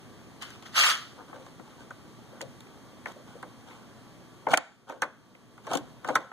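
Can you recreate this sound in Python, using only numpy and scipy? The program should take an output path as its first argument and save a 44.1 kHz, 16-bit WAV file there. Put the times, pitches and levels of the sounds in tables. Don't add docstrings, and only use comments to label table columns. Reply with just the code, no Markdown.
import sys
import numpy as np
from scipy import signal
from scipy.fft import rfft, irfft, next_fast_len
from scipy.io import wavfile
from scipy.ndimage import uniform_filter1d

SR = 44100
rng = np.random.default_rng(int(sys.argv[2]) if len(sys.argv) > 2 else 0)


def log_audio(samples):
    frames = np.atleast_2d(samples).T
    limited = np.clip(frames, -1, 1)
    pcm = np.round(limited * 32767).astype(np.int16)
    wavfile.write(sys.argv[1], SR, pcm)


N = 278712


def amp(db):
    return 10 ** (np.asarray(db) / 20)


def unit_rms(x):
    return x / np.sqrt(np.mean(x ** 2) + 1e-20)


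def along(points, hz):
    point_hz, values = np.transpose(points)
    return np.interp(np.log(hz + 1), np.log(point_hz + 1), values)


def filtered(x, response):
    size = next_fast_len(x.shape[-1] + 8192)
    return irfft(rfft(x, size) * response(np.fft.rfftfreq(size, 1 / SR)), size)[..., :x.shape[-1]]


def diffuse(pair, above_hz=950, bass_rad=0.13):
    angle = lambda hz: bass_rad + (np.pi / 4 - bass_rad) / (1 + (above_hz / (hz + 1)) ** 2)
    mid, side = filtered(pair, lambda hz: np.array([np.cos(angle(hz)), np.sin(angle(hz))]))
    return np.array([mid + side, mid - side])


def room_tone(patchy_db=0.6):
    # time_s, level_db
    levels = [(0, -41), (1, -42.5), (2.5, -41.5), (4.45, -42.5), (4.6, -53.5), (4.85, -52), (5.3, -48.5),
              (5.9, -43), (6.32, -50.5)]
    # frequency_hz, relative_db
    air_spectrum = [(20, -21), (50, -8.5), (120, 2), (250, 2), (500, -9.5), (1100, -17), (2000, -24.5),
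                    (4000, -33), (8000, -37), (12000, -44), (15000, -45.5), (15700, -64), (22000, -86)]
    # pitch_hz, level_db
    lamp = [(120, -50.5), (240, -53), (360, -72.5), (1150, -64), (3230, -74.5), (4200, -85.5)]
    spectra = signal.stft(rng.standard_normal((2, N)), nperseg=512)[2]
    patches = uniform_filter1d(uniform_filter1d(rng.standard_normal(spectra.shape[1:]), 6, 0), 12, 1)
    depth = np.minimum(np.arange(len(patches)) / 9, 1)[:, None]
    pair = signal.istft(spectra * amp(patchy_db * unit_rms(patches) * depth), nperseg=512)[1][:, :N]
    air = unit_rms(filtered(diffuse(pair), lambda hz: amp(along(air_spectrum, hz))))
    t = np.arange(N) / SR
    drift = np.cumsum(rng.standard_normal(N)) * 0.01143
    hum = 0
    for hz, db in lamp:
        phase = 2 * np.pi * hz * t + np.sqrt(hz / lamp[0][0]) * drift
        hum += np.sqrt(2) * amp(db - levels[0][1]) * np.sin(phase)
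    return amp(np.interp(t, *np.transpose(levels))) * (air + hum)


def garage(x):
    # frequency_hz, t60_s
    decay = [(200, 0.18), (1200, 0.42), (2500, 0.37), (4000, 0.55), (12000, 0.63)]
    hz, t, spectra = signal.stft(rng.standard_normal((2, SR // 2)), SR, nperseg=256)
    tail = signal.istft(spectra * amp(-60 * t / along(decay, hz)[:, None]), SR, nperseg=256)[1]
    tail = diffuse(filtered(tail, lambda f: 1 / (1 + (f / 4000) ** 2)))
    delayed = np.pad(x, (400, 0))[None]
    return signal.fftconvolve(delayed, tail / np.linalg.norm(tail[0]), axes=1)[:, :N]


def strokes(rows, range_db=28, rise_bend=2.11, sag_db_per_s=28):
    peak_s, db, rise_s, hold_s, fade_s = np.transpose(rows)[:5, :, None]
    t = np.arange(0, N, 16) / SR - peak_s
    early, late = np.maximum(-t, 0) / rise_s, np.maximum(t - hold_s, 0) / fade_s
    gain = amp(db - range_db * (early ** rise_bend + late) - sag_db_per_s * np.clip(t, 0, hold_s))
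    return np.repeat(gain, 16, axis=1)[:, :N]


def grit(per_second, size_db, smooth):
    struck = rng.random(N) < per_second / SR
    sizes = amp(size_db * np.minimum(rng.exponential(size=N), 3))
    grains = unit_rms(struck * sizes * rng.standard_normal(N))
    return unit_rms(grains + smooth * rng.standard_normal(N))


def shoe():
    # peak_s, level_db, rise_s, hold_s, fade_s
    scuffs = [(0.428, -36.5, 0.023, 0.0021, 0.048), (0.46, -49.5, .02, 0.085, .15),
              (0.626, -54, 0.0066, .003, 0.12), (0.66, -46, 0.0092, .003, 0.11),
              (0.764, -34, 0.014, .015, 0.09), (0.8, -18, 0.063, 0.11, 0.09), (0.99, -48, 0.058, .01, 0.34)]
    # frequency_hz, relative_db
    sole = [(200, -31), (600, -9.5), (950, -9), (1250, 2.5), (1700, -0.5), (2400, -5), (3100, -1),
            (3700, -9), (5000, -9.5), (8000, -17.5), (12000, -25), (15000, -30), (15700, -60)]
    crunch = grit(2000, size_db=1.5, smooth=2.5)
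    return strokes(scuffs).sum(axis=0) * unit_rms(filtered(crunch, lambda hz: amp(along(sole, hz))))


def panel(lo_hz, hi_hz, favoured_hz=900, focus_db=0, spread_db=0):
    # pitch_hz, width_hz, gain_db
    modes = [(138, 34, 4.5), (280.6, 58, 7), (528.6, 74, 6), (667.5, 68, -3), (729, 93, 5), (935, 95, 3.5),
             (1058, 59, 4), (1270, 190, 0), (1516, 120, 2), (1816, 260, -2.5), (2172, 225, -5.5),
             (2414, 164, -2), (2473, 540, -5.5), (3200, 820, -6), (4530, 220, -9), (6180, 3800, -16.5),
             (9000, 2500, -24.5)]
    hz, width, db = np.transpose(modes)
    distance = np.sqrt(abs(np.log2(hz / favoured_hz)))
    gain = amp(db + spread_db * rng.standard_normal(len(hz)) - focus_db * distance)
    in_band = [k for k in range(len(hz)) if lo_hz <= hz[k] < hi_hz]
    mode = lambda f, k: 1j * f * width[k] / (hz[k] ** 2 - f * f + 1j * f * width[k])
    soft = lambda f: 1 / (1 + 1j * f / (2 * hi_hz)) ** 2
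    return lambda f: soft(f) * sum((-1) ** k * gain[k] * mode(f, k) for k in in_band)


def contacts(rows, blow):
    track, t = np.zeros(N + SR), np.arange(SR // 5) / SR
    fade = lambda t60_s: amp(-60 * t / t60_s)
    for start_s, knock_db, thud_db, snap_db, decay_s, pitch_hz in rows:
        thud = (0, 700, thud_db, 1.85, 15, 0.1, 0.013, 0.0053)
        knock = (700, 3120, 0, 0.71, 12, 0.98, 0.0092, 0.0066)
        snap = (3000, SR, snap_db, 0.7, -15, 6, 0.0076, 0.002)
        for lo_hz, hi_hz, band_db, stretch, focus_db, crack, crack_s, rise_s in (thud, knock, snap):
            envelope = (fade(stretch * decay_s) + crack * fade(crack_s)) * (1 - fade(rise_s))
            force = envelope * rng.standard_normal(len(t)) + blow * fade(0.00068)
            ring = filtered(force, panel(lo_hz, hi_hz, pitch_hz, focus_db, spread_db=0.5))
            track[round(start_s * SR):][:len(t)] += amp(knock_db + band_db) * ring / abs(ring).max()
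    return track[:N]


def ticks():
    # start_s, knock_db, thud_db, snap_db, base_decay_s, pitch_hz
    taps = [(0.423, -28.5, -17, 1.5, 0.067, 1310), (0.504, -42, -20, 4, 0.034, 1900),
            (0.558, -39.5, -18, -13, 0.02, 1270), (0.625, -37, -19, -3, 0.025, 1270),
            (0.659, -34, -22, -32, 0.08, 1540), (1.328, -28.5, -7.5, -27, 0.052, 864),
            (1.358, -37.5, 4.5, -27, 0.13, 540), (1.463, -34.5, -11, -10, 0.11, 1060),
            (1.595, -35, 5, -28, 0.051, 325), (1.906, -29, -11, -17, 0.061, 1410),
            (2.323, -47.5, 11, -19, 0.2, 603), (2.408, -23, -8, -15, 0.039, 1770),
            (2.414, -38, 7, 11, 0.079, 2400), (2.424, -42, 16.5, 5, 0.085, 584),
            (2.445, -55, 22.5, -24.5, 0.19, 141), (2.606, -45, -24, 6, 0.03, 2500),
            (2.668, -40, -16, -20, 0.033, 2200), (3.057, -19.5, -10, -20, 0.082, 1960),
            (3.12, -54, 6, 12.5, 0.024, 2300), (3.158, -47, 12.5, -20, 0.12, 550),
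            (3.353, -51.5, 22, -7, 0.11, 530), (3.427, -27.5, -5.5, -13, 0.079, 830),
            (3.706, -39, -28, -20, 0.34, 2600), (5.349, -40, -5, -31, 0.022, 2360),
            (5.577, -36, -14, -15, 0.089, 1310)]
    return contacts(taps, blow=0.94)


def cable():
    # peak_s, level_db, rise_s, hold_s, fade_s, brightness_db
    drags = [(1.212, -38.5, 0.056, 0.0075, 0.025, -35), (1.293, -44, 0.02, 0.0024, 0.17, -17),
             (1.345, -46, 0.011, 0.017, 0.051, -15.5), (1.41, -54.5, .03, 0.11, .03, -11),
             (1.678, -51.5, 0.042, 0.051, .06, -13), (1.825, -45.5, 0.076, .003, 0.055, -13),
             (2.33, -48, 0.048, 0.1, .02, -26), (3.072, -40.5, .012, 0.039, 0.028, -12),
             (3.19, -60, 0.082, .01, .03, -25), (3.277, -49, .02, .005, 0.35, -13),
             (3.354, -63, .015, .005, 0.28, -10), (3.683, -45, .03, 0.019, 0.35, -13),
             (4.489, -24.5, 0.0061, .003, 0.028, -20), (4.515, -24.5, 0.018, 0.03, .02, -11.5),
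             (4.897, -40, 0.034, 0.012, 0.18, -17), (5.656, -46.5, 0.038, 0.012, .05, -14.5),
             (5.746, -25, 0.074, .003, 0.065, -15), (6.088, -31.5, 0.068, 0.011, 0.29, -19),
             (6.173, -62, .012, .003, 0.12, -17)]
    pull = strokes(drags)
    hiss_gain = amp(np.transpose(drags)[-1]) @ pull
    slips = grit(700, size_db=-0.5, smooth=1.0)
    body = unit_rms(filtered(slips, panel(0, 1700)))
    hiss = unit_rms(filtered(slips, panel(2000, SR)))
    return pull.sum(axis=0) * body + hiss_gain * hiss


def latch():
    # start_s, knock_db, thud_db, snap_db, base_decay_s, pitch_hz
    knocks = [(4.468, -7.5, -7.5, -48, 0.078, 905), (4.533, -3, -9, -26, 0.037, 715),
              (4.538, -2.5, -13.5, -14.5, 0.035, 2410), (4.548, -36.5, -19, 7, 0.12, 2400),
              (4.574, -14.5, -7.5, 2.5, 0.046, 1480), (4.897, -22, -7.5, -17, 0.067, 1190),
              (4.924, -37.5, 9, -18, 0.14, 555), (5.02, -9.5, -11, -11, 0.12, 1370),
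              (5.668, -24.5, -3.5, -12, 0.14, 686), (5.711, -24.5, 5.5, -26, 0.071, 695),
              (5.734, -16, -16, -6, 0.19, 714), (5.753, -18, 4, -1.5, 0.037, 293),
              (5.772, -29.5, 8.5, 7, 0.065, 320), (5.788, -46.5, 18.5, -20, 0.61, 138),
              (6.046, -22.5, -4, -12.5, 0.054, 1300), (6.077, -41, -8, 7, 0.096, 1520),
              (6.086, -13.5, -1.5, -19.5, 0.07, 750), (6.094, -18.5, 2, -36, 0.097, 810),
              (6.154, -6, -9.5, -9.5, 0.09, 1400), (6.316, -26.5, -8, -32, 0.03, 890)]
    return contacts(knocks, blow=1.38)


def direct_sound(x, bass_rad=0.64, treble_rad=2.17, above_hz=1800):
    hz, _, spectra = signal.stft(x, SR, nperseg=256)
    wander = unit_rms(uniform_filter1d(uniform_filter1d(rng.standard_normal(spectra.shape), 11, 0), 12, 1))
    phase = wander * (bass_rad + treble_rad / (1 + (above_hz / (hz[:, None] + 1)) ** 4))
    right = signal.istft(spectra * np.exp(1j * phase), SR, nperseg=256)[1][:N]
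    return np.array([x, right])


def scene():
    car = ticks() + latch() + cable()
    foot = shoe()
    return direct_sound(car + foot) + amp(-24.5) * garage(car) + amp(-19.5) * garage(foot) + room_tone()


def record(dry, widening=0.6, lag_samples=17, shelf_hz=1900, right_cut_hz=65, top_hz=16435):
    shelf = lambda hz, db: amp(db / (1 + (hz / shelf_hz) ** 4))
    right = filtered(dry[1], lambda hz: amp(0.69) * shelf(hz, -2.5) * 1j * hz / (right_cut_hz + 1j * hz))
    mics = np.array([dry[0], right])
    late_opposite = np.pad(mics[::-1], ((0, 0), (lag_samples, 0)))[:, :N]
    wide = mics - widening * late_opposite
    return filtered(wide, lambda hz: shelf(hz, -7) * (hz < top_hz) / np.sqrt(1 + (hz / 14500) ** 12))


dry = scene()
out = record(dry)
log_audio(out)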